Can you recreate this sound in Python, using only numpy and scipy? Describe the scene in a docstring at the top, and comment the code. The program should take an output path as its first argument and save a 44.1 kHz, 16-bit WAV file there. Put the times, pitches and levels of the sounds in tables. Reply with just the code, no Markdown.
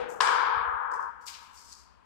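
"""A big roofed court: a hollow rubber ball smacks the wall to the left while the racket stroke still rings.
The impact excites the ball's damped modes, a pop with a short crack, which returns from floor and walls.
Reverberation holds the pop for over a second, and the ring of a softer bounce follows.
Shoes scuff and squeak by friction on the gritty floor, and a player runs past with low thuds,
over the hall's still air and a faint rumble."""
import sys
import numpy as np
from scipy import signal
from scipy.fft import rfft, irfft, next_fast_len
from scipy.io import wavfile

SR = 44100
rng = np.random.default_rng(int(sys.argv[2]) if len(sys.argv) > 2 else 0)


def output_pcm(signal):
    """Save a mono or channel-first signal as 16-bit PCM at the path in sys.argv[1].

    Samples are clipped to [-1, 1] before scaling.
    """
    pcm = np.clip(np.atleast_2d(signal).T, -1, 1) * 32767
    wavfile.write(sys.argv[1], SR, np.round(pcm).astype(np.int16))


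N = 90404
LEFT_DB = 9  # the whole scene leans to the left


def amp(db):
    """Amplitude ratio of a level in decibels."""
    return 10 ** (np.asarray(db) / 20)


def unit_rms(x):
    """Normalisation to a root mean square of 1."""
    return x / np.sqrt(np.mean(x ** 2) + 1e-20)


def along(points, hz):
    """Interpolation of (f/Hz, value) points on a logarithmic frequency axis."""
    f, values = np.transpose(points)
    return np.interp(np.log(hz + 1), np.log(f + 1), values)


def since(start):
    """Time elapsed after an onset, zero before it."""
    return np.maximum(np.arange(N) / SR - start, 0)


def damped(t, t60):
    """Exponential decay by 60 dB in t60, silent before the onset."""
    return (t > 0) * np.exp(-np.log(1000) * t / t60)


def pan(db):
    """Left and right gains for an interchannel level difference."""
    return amp([[db / 2], [-db / 2]])


def lowpass(hz, edge_hz, order):
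    """Magnitude response of a maximally flat low-pass."""
    return 1 / np.sqrt(1 + (hz / edge_hz) ** (2 * order))


def filtered(x, response):
    """Zero-phase filtering: the spectrum is multiplied by a function of frequency."""
    size = next_fast_len(N + SR // 2)
    return irfft(rfft(x, size) * response(np.fft.rfftfreq(size, 1 / SR)), size)[..., :N]


# Likeness of left and right in the hall's sound field: f/Hz, correlation coefficient
CORRELATION = [(60, -0.94), (280, -.8), (600, -0.65), (1200, 0.13), (3000, 0.089), (10000, -0.3)]
def diffuse(spectrum):
    """Partial coherence: the ratio of mid to side noise sets the correlation at each frequency."""
    def mid_side_gains(hz):
        angle = np.arccos(np.clip(along(CORRELATION, hz), -1, 1)) / 2
        return amp(along(spectrum, hz)) * [np.cos(angle), np.sin(angle)]
    mid, side = filtered(rng.standard_normal((2, N)), mid_side_gains)
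    return unit_rms(np.array([mid + side, mid - side])) * pan(LEFT_DB)


# Spectra of the hall's still air and of the rumble: f/Hz, relative level/dB
AIR_SPECTRUM = [(60, -21), (150, -5), (330, -0.5), (600, -1), (800, 1), (1020, 7), (1300, -1), (1650, -3.5),
                (2000, -7.5), (3000, -11), (5000, -28), (8000, -24.5), (15000, -44.5)]
RUMBLE_SPECTRUM = [(22, -27), (45, -17.5), (62, -6), (85, -12.5), (120, -26.5), (250, -19), (500, -64)]
def background():
    """Stationary noise: still air and a faint rumble form the ambient floor."""
    return amp(-65.5) * diffuse(AIR_SPECTRUM) + amp(-66.5) * diffuse(RUMBLE_SPECTRUM)


# Running steps: peak t/s, thump level/dB, heel knock level/dB
STEPS = [(.03, -49.5, -61.5), (0.574, -44, -53.5), (.615, -47.5, -60.5), (.69, -44.5, -60),
         (.752, -46, -52)]
# Spectrum of the heel's knock: f/Hz, relative level/dB
HEEL_SPECTRUM = [(40, -12), (90, 16), (170, 3.5), (280, -10.5), (600, -31), (2000, -73)]
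def footfalls(thump_hz=63.3, width_s=.013):
    """Impact pulses: each step is a few low cycles and a dull knock under a Gaussian envelope."""
    t, out = np.arange(N) / SR, np.zeros((2, N))
    antiphase = pan(LEFT_DB) * [[1], [-1]]
    for peak, thump_db, knock_db in STEPS:
        thump = amp(thump_db) * np.sin(2 * np.pi * (thump_hz * (t - peak) + rng.random())) * antiphase
        knock = amp(knock_db) * diffuse(HEEL_SPECTRUM)
        out += (thump + knock) * np.exp(-((t - peak) / width_s) ** 2 / 2)
    return out


# Tones that stand out in the hall: f/Hz, half-width/Hz, boost/dB
HALL_RESONANCES = [(490, 19, 8.5), (931, 22, 2), (1035, 4.9, 6), (1270, 22, 4), (1528, 12, 0.5),
                   (1653, 37, 2.5)]
# Reverberation time before scaling: f/Hz, T60/s
HALL_T60 = [(100, 2.7), (300, 1.1), (480, 2.02), (1000, 3.01), (1600, 2.54), (2200, 1.57), (3200, 1.33),
            (5000, 0.8), (8000, 0.45), (14000, .5)]
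def reverberation(spectrum, start, rise_s, t60_scale=1, steepening=1.285):
    """Reverberant decay: a diffuse field builds up, then each frequency dies at its own growing rate."""
    def resonances(hz):
        return amp(sum(db / (1 + ((hz - centre) / width) ** 2) for centre, width, db in HALL_RESONANCES))
    field = unit_rms(filtered(diffuse(spectrum), resonances))
    hz, t, bands = signal.stft(field, SR, nperseg=512)
    age = np.maximum(t - start, 0) / (t60_scale * along(HALL_T60, hz)[:, None])
    fade = np.exp(-np.log(1000) * age ** steepening)
    build_up = 1 - np.exp(-since(start) / rise_s)
    return signal.istft(bands * fade, SR, nperseg=512)[1][:, :N] * build_up


# Slides of a sole: peak t/s, rise/s, fall/s, level/dB, lower edge f/Hz, upper edge f/Hz
SLIDES = [(0.104, 0.014, 0.05, -55, 6000, 13000), (0.919, .005, 0.0052, -56.5, 4800, 9030),
          (0.938, .005, 0.011, -54.5, 5280, 11000), (0.956, .008, 0.023, -61.5, 5200, 10000),
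          (1.025, .03, 0.034, -66, 5000, 11170), (1.218, 0.01, 0.064, -65.5, 4500, 12800),
          (1.27, 0.0095, 0.053, -48.5, 4700, 15040), (1.287, .014, 0.018, -41.5, 2060, 11430),
          (1.354, 0.04, 0.029, -49, 2050, 7450), (1.44, .05, 0.063, -64, 4500, 13800),
          (1.551, .02, 0.033, -62, 5900, 15100), (1.584, .025, 0.025, -55, 4760, 9600),
          (1.66, 0.1, .05, -57.5, 4540, 11660), (1.73, 0.055, 0.022, -52.5, 4300, 10000),
          (1.79, .04, 0.047, -60.5, 4610, 9900)]
# Spectrum of a sole on grit: f/Hz, relative level/dB
SOLE_SPECTRUM = [(1000, -9.5), (2200, 0.5), (3500, 0), (5100, 3), (6100, -1), (7800, -0.5), (10000, -10.5),
                 (15000, -8.5)]
def scuffs(grains_per_s=5000, spread_db=2.5, body_db=-12):
    """Sliding friction: grit makes dense tiny clicks, reaching lower when the sole is pressed hard."""
    t, out = np.arange(N) / SR, np.zeros((2, N))
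    for peak, rise, fall, db, low_hz, high_hz in SLIDES:
        def colour(hz):
            highpass = lowpass(low_hz, hz + 1, order=12)  # the inverted ratio mirrors the slope
            band = (highpass + amp(body_db)) * lowpass(hz, high_hz, order=4)
            return amp(along(SOLE_SPECTRUM, hz)) * band
        contacts = rng.random(N) < grains_per_s / SR
        grit = contacts * amp(spread_db * rng.standard_normal(N)) * rng.standard_normal((2, N))
        envelope = np.exp(np.where(t < peak, -((t - peak) / rise) ** 2, (peak - t) / fall))
        out += amp(db) * unit_rms(filtered(grit, colour)) * envelope
    return out


# Moments when a sole grips: peak t/s, level/dB, f/Hz
GRIPS = [(1.28, -48, 4700), (1.585, -59, 4700), (1.73, -54, 4600)]
def squeaks(half_width_hz=250, width_s=.01):
    """Stick-slip friction: a gripping sole gives a brief burst of narrow-band noise."""
    t, out = np.arange(N) / SR, np.zeros((2, N))
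    for peak, db, pitch_hz in GRIPS:
        noise = rng.standard_normal((2, N))
        squeak = filtered(noise, lambda hz: 1 / (1 + ((hz - pitch_hz) / half_width_hz) ** 2))
        out += amp(db) * unit_rms(squeak) * np.exp(-((t - peak) / width_s) ** 2)
    return out


def shoes(room_db=-7):
    """Convolution: scuffs and squeaks arrive directly and through the hall's impulse response."""
    direct = scuffs() + squeaks()
    near_flat = [(100, .0048), (15000, .0095)]  # f/Hz, relative level/dB
    tail = reverberation(near_flat, start=0, rise_s=.0091, t60_scale=.65)
    reflected = signal.fftconvolve(direct, tail / np.linalg.norm(tail[0]), axes=1)[:, :N]
    return direct * pan(LEFT_DB) + amp(room_db + LEFT_DB / 2) * reflected


# Abrupt drop in the hall's ring: f/Hz, attenuation/dB
SAG_ATTENUATION = [(400, 7.7), (1100, 12.4), (1800, 7), (2300, 3.4), (4500, 8.4), (10000, 7)]
def sagging(ring, onsets, ramp_s=.06):
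    """Time-varying attenuation: each frequency steps down in level at its own onset, treble first."""
    hz, t, bands = signal.stft(ring, SR, nperseg=512)
    progress = np.clip((t - along(onsets, hz)[:, None]) / ramp_s, 0, 1)
    gain = amp(-progress * along(SAG_ATTENUATION, hz)[:, None])
    return signal.istft(bands * gain, SR, nperseg=512)[1][:, :N]


# The racket's strings as the hall holds them: f/Hz, relative level/dB
RACKET_SPECTRUM = [(100, -27), (230, -15.5), (380, -12.5), (470, -4), (660, -15), (780, -9), (1080, -16),
                   (1440, -13.5), (2000, -20.5), (3000, -24.5), (4800, -37.5), (6300, -43), (9000, -48.5),
                   (15000, -74)]
# Onset of the drop in that ring: f/Hz, t/s
RACKET_SAG = [(1700, .2), (2100, .065)]
def racket_ring():
    """Reverberation outlasts its source: only the tail of the racket stroke is heard."""
    ring = amp(-34.5) * reverberation(RACKET_SPECTRUM, start=0, rise_s=.0005, t60_scale=.42)
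    return sagging(ring, RACKET_SAG)


# The hall's response to the smack and to the bounce: f/Hz, relative level/dB
SMACK_SPECTRUM = [(100, -37), (300, -33), (400, -17.5), (490, -18), (630, -25), (780, -12.5), (950, -3.5),
                  (1200, -6.5), (1660, -9.5), (1840, -18), (2050, -20.5), (2300, -17.5), (2700, -25.5),
                  (3100, -21), (4200, -26), (4900, -22), (6000, -29.5), (8000, -26.5), (10500, -38.5),
                  (15000, -59)]
BOUNCE_SPECTRUM = [(200, -30.5), (340, -17), (470, -11.5), (650, -16), (800, -20.5), (940, 6.5),
                   (1250, -1.5), (1700, -8), (2100, -23.5), (5000, -71.5)]
# Onset of the drop in both rings: f/Hz, t/s
BALL_SAG = [(1850, 1.06), (2200, .66), (4500, .63), (6500, .52), (10000, .46)]
def ball_ring(smack_s, bounce_s):
    """Impulsive excitation of a room: the smack leaves a long tail, the softer bounce a shorter one."""
    wall = amp(-22) * reverberation(SMACK_SPECTRUM, smack_s, rise_s=.005)
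    bounce = amp(-32) * reverberation(BOUNCE_SPECTRUM, bounce_s, rise_s=.0067, t60_scale=.5)
    return sagging(wall + bounce, BALL_SAG)


# Modes of the hollow ball: f/Hz, relative level/dB, T60/s
BALL_MODES = [(470, -21, .03), (1070, 1, .018), (1260, -9, .015), (1650, -5, .018), (2700, -15, .008)]
def pop(t, attack_s=.0003):
    """Free vibration: the struck ball rings briefly as a sum of damped sinusoids."""
    modes = sum(amp(db) * damped(t, t60) * np.sin(2 * np.pi * hz * t) for hz, db, t60 in BALL_MODES)
    return -modes * (1 - np.exp(-t / attack_s))


def scattered_pops(start, count=24, delay_s=(.012, .09)):
    """Scattering: walls and roof throw back weak pops, at different random delays on each side."""
    arrivals = np.zeros((2, N))
    for side in arrivals:
        times = start + rng.uniform(*delay_s, size=count)
        side[(times * SR).astype(int)] = 1
    pops = signal.fftconvolve(arrivals, pop(since(0))[None], axes=1)[:, :N]
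    return amp(-10.5) * pan(LEFT_DB) * pops


# Spectrum of the impact's crack: f/Hz, relative level/dB
CRACK_SPECTRUM = [(500, -20.5), (1500, 0), (2050, -1.5), (2700, 3.5), (3300, 3), (3650, -9), (4100, 1.5),
                  (4500, -3.5), (5200, 1.5), (6300, -9), (9000, -13), (10500, -28), (15000, -26.5)]
# Paths from the wall (direct, then by floor, side wall and far walls):
# delay t/s, relative pop level/dB, relative crack level/dB, crack cutoff f/Hz, left minus right/dB
SOUND_PATHS = [(0, -2, -7, 12000, 9), (.00185, 2, -7, 10000, 9), (.004, -12, -1, 9000, 11),
               (.0058, -14, -1, 7000, 11), (.0185, -7, -10, 12000, 9), (.069, -9, -4, 5000, 12),
               (.081, -4, -16, 5000, 10)]
def smack(start, crack_t60_s=.011, crack_rise_s=.00027, low_cut_hz=500):
    """Early reflections: pop and crack arrive along each path, the crack duller from afar."""
    out = np.zeros((2, N))
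    for delay, pop_db, crack_db, edge_hz, pan_db in SOUND_PATHS:
        t = since(start + delay)
        colour = lambda hz: amp(along(CRACK_SPECTRUM, hz)) * lowpass(hz, edge_hz, order=3)
        noise = unit_rms(filtered(rng.standard_normal((2, N)), colour))
        crack = amp(-2) * noise * damped(t, crack_t60_s) * (1 - np.exp(-t / crack_rise_s))
        out += (amp(crack_db) * crack + amp(pop_db) * pop(t)) * pan(pan_db)
    out += scattered_pops(start)
    low_cut = signal.butter(2, low_cut_hz, 'highpass', fs=SR, output='sos')
    return amp(-16) * signal.sosfilt(low_cut, out)


def scene(smack_s=.2044, bounce_s=.905):
    """Superposition: the pressures of the shot, the players' feet and the background add."""
    shot = smack(smack_s) + racket_ring() + ball_ring(smack_s, bounce_s)
    return shot + shoes() + footfalls() + background()


def record(dry, top_hz=15600):
    """Band limiting: an ideal low-pass removes the highest treble."""
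    return filtered(dry, lambda hz: hz < top_hz)


dry = scene()
out = record(dry)
output_pcm(out)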